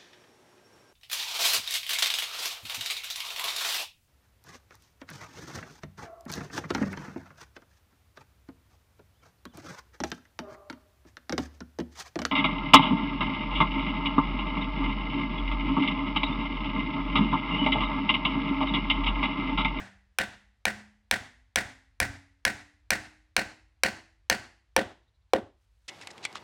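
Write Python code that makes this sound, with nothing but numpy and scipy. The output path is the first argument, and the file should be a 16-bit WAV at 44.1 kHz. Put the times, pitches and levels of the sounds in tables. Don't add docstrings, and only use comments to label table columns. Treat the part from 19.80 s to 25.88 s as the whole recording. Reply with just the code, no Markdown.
import sys
import numpy as np
from scipy import signal
from scipy.fft import rfft, irfft, next_fast_len
from scipy.io import wavfile
from scipy.ndimage import uniform_filter1d

SR = 44100
rng = np.random.default_rng(int(sys.argv[2]) if len(sys.argv) > 2 else 0)


def store_wav(level_fs):
    pcm = np.round(np.clip(np.atleast_2d(level_fs), -1, 1) * 32767)
    wavfile.write(sys.argv[1], SR, pcm.T.astype(np.int16))


N = 268118
BLOW_N = SR * 2 // 3
T = np.arange(BLOW_N) / SR

# (frequency [Hz], density [dB])
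NEAR_SPECTRUM = [(25, -18), (60, -8), (120, -8.5), (160, -12.5), (220, -2.5), (330, -1), (400, -4),
                 (480, -6.5), (750, -1.5), (1200, -9), (1550, 7), (2000, 1), (3000, -7.5), (4300, -10.5),
                 (9000, -14.5), (12000, -27), (15500, -26)]


def amp(db):
    return 10 ** (np.asarray(db) / 20)


def unit(x):
    return x / np.sqrt(np.mean(x ** 2) + 1e-20)


def along(points, hz):
    point_hz, values = np.transpose(points)
    return np.interp(np.log(hz + 1), np.log(point_hz + 1), values)


def fade(t60_s, t=T):
    return np.exp(-np.log(1000) * t / t60_s)


def rise(start_s, rise_s):
    return 1 - np.exp(-(np.maximum(T - start_s, 0) / rise_s) ** 2)


def swell(centre_s, spread_s, t=T):
    return np.exp(-0.5 * ((t - centre_s) / spread_s) ** 2)


def noise(spectrum, size=BLOW_N):
    gain = amp(along(spectrum, np.fft.rfftfreq(size, 1 / SR)))
    return unit(irfft(rfft(rng.standard_normal(size)) * gain, size))


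def coloured(x, points):
    hz = np.fft.rfftfreq(2 * BLOW_N, 1 / SR)
    cepstrum = irfft(np.log(amp(along(points, hz))))
    cepstrum[1:BLOW_N] *= 2
    cepstrum[BLOW_N + 1:] = 0
    return irfft(rfft(x, 2 * BLOW_N) * np.exp(rfft(cepstrum)))[:BLOW_N]


def ring(partials, scatter_db, detune, waver=0, size=BLOW_N):
    hz, db, t60_s = np.transpose(partials)[:, :, None]
    strength, pitch = rng.standard_normal((2, len(partials), 1))
    hold_n = 384
    steps = rng.standard_normal((len(partials), size // hold_n + 1))
    jitter = np.repeat(steps, hold_n, axis=1)[:, :size]
    phase = 2 * np.pi * np.cumsum(hz * (1 + detune * pitch + waver * jitter), axis=1) / SR
    waves = amp(db + scatter_db * strength) * fade(t60_s, T[:size]) * np.sin(phase)
    return np.pad(waves.sum(axis=0), (0, BLOW_N - size))


def add(track, x, start_s):
    at = round(start_s * SR)
    lo, hi = max(at, 0), min(at + len(x), len(track))
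    track[lo:hi] += x[lo - at:hi - at]


def strike():
    # (frequency [Hz], level [dB], t60 [s])
    wood_modes = [(569, -27, 0.028), (760, -22, 0.023), (942, -26.5, 0.035), (1665, -14.5, 0.02),
                  (1810, -22, 0.044), (2370, -34, 0.009), (2277, -9.5, 0.014), (2790, -27.5, 0.03),
                  (3350, -21, 0.017), (3760, -25, 0.018), (3950, -23.5, 0.018), (4290, -20, 0.017),
                  (4680, -26, 0.019), (5410, -18.5, 0.014), (5970, -17.5, 0.014), (7930, -24, 0.015),
                  (9380, -24, 0.013), (9370, -17, 0.011), (14800, -18.5, 0.0037)]
    # (frequency [Hz], density [dB])
    crack_spectrum = [(200, -27), (1200, -9), (2500, 4), (6000, 5), (11000, -2.5), (16000, -2)]
    # (frequency [Hz], gain [dB])
    bass_cut = [(100, -11), (260, -8), (440, 0)]
    crack = amp(-11) * noise(crack_spectrum) * fade(0.008)
    wood = amp(1) * ring(wood_modes, scatter_db=1.8, detune=0.031, size=2048)
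    return coloured((wood + crack) * rise(0, 0.0004), bass_cut)


def thump():
    # (delay [s], spread [s], frequency [Hz], level [dB])
    packets = [(0.011, 0.0027, 309.4, -40.5), (0.02, 0.007, 65.76, -35), (.02, 0.0029, 217.4, -37),
               (.057, 0.0072, 215, -36), (0.102, 0.0057, 79.6, -44.5)]
    waves = np.zeros(BLOW_N)
    for delay_s, spread_s, hz, db in packets:
        envelope = amp(db + rng.normal(0, 0.5)) * swell(delay_s, spread_s)
        waves += envelope * np.cos(2 * np.pi * hz * (T - delay_s))
    return waves


def frame_and_clatter():
    # (frequency [Hz], level [dB], t60 [s])
    partials = [(52, -44.5, 0.38), (92.8, -48.5, 0.63), (122.1, -44, 0.4), (210, -45, 0.17),
                (312, -38, 0.073), (391.5, -38.5, 0.14), (542.3, -27.5, 0.13), (719, -43.5, 0.34),
                (766, -43.5, 0.26), (914, -37, .11), (1470, -31, 0.041), (1540, -25.5, 0.22),
                (1612, -26.5, 0.082), (1700, -27.5, 0.075), (1830, -29, 0.076), (1776, -29, 0.11),
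                (1875, -24, 0.17), (1950, -29.5, 0.22), (2121, -30, 0.13), (2300, -31, 0.08)]
    return ring(partials, scatter_db=0.1, detune=0.0011, waver=0.006) * rise(0.0049, 0.011)


def near_echoes(surfaces):
    # (delay [s], spread [s], level [dB])
    echoes = [(0.015, 0.0015, -5.5), (0.0247, 0.00067, -6), (0.0291, 0.0022, -0.5), (0.052, 0.0033, -9)]
    cluster_power = sum(amp(db) ** 2 * swell(delay_s, spread_s) for delay_s, spread_s, db in echoes)
    scatter = amp(-0.5) * fade(0.25) * rise(0.003, 0.0063)
    pattern = unit(surfaces + amp(-13.5) * noise(NEAR_SPECTRUM))
    return amp(-25.5) * pattern * np.sqrt(cluster_power + scatter ** 2)


def yard():
    # (frequency [Hz], density [dB])
    spectrum = [(30, -18.5), (80, 1.5), (155, -1), (240, 3), (420, -6.5), (750, 4.5), (1200, -4.5),
                (1550, 3.5), (1950, 4.5), (2400, -3), (3000, -6.5), (4400, -7), (7500, -9.5), (10000, -21),
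                (13000, -35), (16000, -35)]
    # (frequency [Hz], t60 [s])
    decay = [(100, .55), (500, 0.41), (1100, .46), (1850, 0.53), (2700, 0.51), (8000, 0.46), (12000, 0.56),
             (16000, .25)]
    hz, t, bins = signal.stft(noise(spectrum), SR, nperseg=256)
    bins *= fade(along(decay, hz)[:, None], t)
    tail = signal.istft(bins, SR, nperseg=256)[1][:BLOW_N]
    slap = amp(-9.5) * swell(0.15, 0.0127)
    return amp(-34) * tail * (rise(0.016, 0.061) + slap)


def aim_colour(blow, bite_db, bright_db, thump_db):
    bite = [(2460, 0), (3550, bite_db), (4500, 0)]
    bass = [(30, thump_db - 3.5), (110, thump_db), (190, 0)]
    treble = [(2500, 0), (7000, bright_db)]
    return coloured(coloured(blow, bite), bass + treble)


def joint_colour(blow, peg_hz, tightness, band_weight):
    # (frequency [Hz], gain [dB])
    hollow = [(70, -4), (140, 4.5), (210, 2), (310, 20), (400, 20.5), (520, 20), (740, 9), (1150, 7.5),
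              (1550, -6.5), (2200, -8.5), (3000, -3), (4600, -7), (7000, -9)]
    # (multiple of peg pitch [-], gain at weight 1 [dB])
    bands = [(6, -1), (8.4, 2.5), (10.2, -0.5), (11.2, -2), (12.4, 2), (13.6, 3.5), (15.5, -1), (18, -0.5),
             (24, -2)]
    blow = coloured(blow, [(hz, tightness * db) for hz, db in hollow])
    return coloured(blow, [(multiple * peg_hz, band_weight * db) for multiple, db in bands])


def peg_ring(peg_hz, tightness):
    t60_s = np.interp(tightness, [0, 1], [0.65, 0.2])
    return np.sin(2 * np.pi * peg_hz * T) * fade(t60_s) * rise(0.01, 0.02)


def mallet():
    # (time [s], level [dB], bite [dB], brightness [dB], thump [dB], peg ring [dB])
    blows = [(-0.08, -0.5, 0.5, -3.5, 2, -40), (0.3863, -1.5, 4.5, -2.5, -1.5, -44),
             (0.8536, -1.5, -0.5, -2.5, -1.5, -35), (1.3118, -0.5, 2, -1, 1, -48.5),
             (1.7584, 0, 0, -0.4, 1, -46), (2.2013, -0.55, -3, -0.5, 10.5, -40),
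             (2.651, -0.5, -1.5, -0.5, 0.5, -43.5), (3.105, 0.5, -1.5, -1, -1, -43),
             (3.5653, 2.07, -2, 0, -2.5, -47.5), (4.0347, 2.46, -1.5, 0.5, -2.5, -48),
             (4.4989, 2.5, -1, 0.5, -2, -52.5), (4.964, 4.5, 5, -2.5, -2, -48),
             (5.5344, 0.5, 4, -3, 0.5, -44.5)]
    # (time [s], pitch [Hz], tightness [0-1], band weight [-])
    seating = [(-0.08, 195, 0.11, 0.3), (0.85, 209.5, 0.06, 0.2), (1.31, 250.7, 0.07, 0.46),
               (3.1, 307.9, 0.03, 0.52), (3.57, 313, 0.19, 1.3), (4.5, 339, 0.2, 1.2),
               (4.96, 340.5, 0.58, 0.3), (5.53, 339, 0.97, 0.1)]
    seating_s, *columns = np.transpose(seating)
    surfaces, far_walls = noise(NEAR_SPECTRUM), yard()
    track = np.zeros(N)
    for time_s, db, bite_db, bright_db, thump_db, ring_db in blows:
        peg_hz, tightness, band_weight = (np.interp(time_s, seating_s, column) for column in columns)
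        tail = amp(-2) * far_walls + amp(-2.5) * yard()
        grip = amp(1.13 - 5 * tightness) * np.exp(-8.4 * tightness * T)
        blow = strike() + thump() + grip * (frame_and_clatter() + near_echoes(surfaces) + tail)
        blow = aim_colour(blow, bite_db, bright_db, thump_db)
        blow = joint_colour(blow, peg_hz, tightness, band_weight)
        blow += amp(ring_db) * peg_ring(peg_hz, tightness)
        add(track, amp(db) * blow, time_s)
    return track


def air():
    # (frequency [Hz], density [dB])
    spectrum = [(20, -35.5), (32, -21), (42, -6), (52, 2), (75, -6), (100, -9.5), (140, -26), (300, -36),
                (800, -34.5), (4000, -40.5), (10000, -54), (16000, -65)]
    return amp(-67) * noise(spectrum, N)


def bird():
    # (time [s], pitch [Hz], level [dB])
    chirps = [(5.235, 4085, -78), (5.286, 3800, -77), (5.355, 3950, -78), (5.425, 3980, -84),
              (5.504, 3900, -83)]
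    t = np.arange(N) / SR
    blur = unit(uniform_filter1d(rng.standard_normal(N), size=60))
    return blur * sum(amp(db) * swell(time_s, 0.0092, t) * np.sin(2 * np.pi * hz * t)
                      for time_s, hz, db in chirps)


def sleeve():
    # (time [s], level [dB])
    envelope = [(5.65, -100), (5.78, -89), (5.84, -81), (5.89, -87.5), (5.94, -84), (6.0, -83.5),
                (6.08, -80)]
    # (frequency [Hz], density [dB])
    spectrum = [(300, -11.5), (1500, 0.5), (4000, -0.5), (9000, -5), (15000, -13)]
    level_db = np.interp(np.arange(N) / SR, *np.transpose(envelope))
    folds_db = 1.5 * unit(uniform_filter1d(rng.standard_normal(N), size=700))
    return amp(level_db + folds_db) * noise(spectrum, N)


def scene():
    return (mallet() + air() + bird() + sleeve())[None]


def record(dry):
    ceiling, top_hz = 0.66, 16500
    rounded = dry / (1 + (dry / ceiling) ** 4) ** 0.25
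    size = next_fast_len(N + SR)
    lowpass = 1 / (1 + (np.fft.rfftfreq(size, 1 / SR) / top_hz) ** 120)
    return irfft(rfft(rounded, size) * lowpass, size)[:, :N]


dry = scene()
out = record(dry)
store_wav(out)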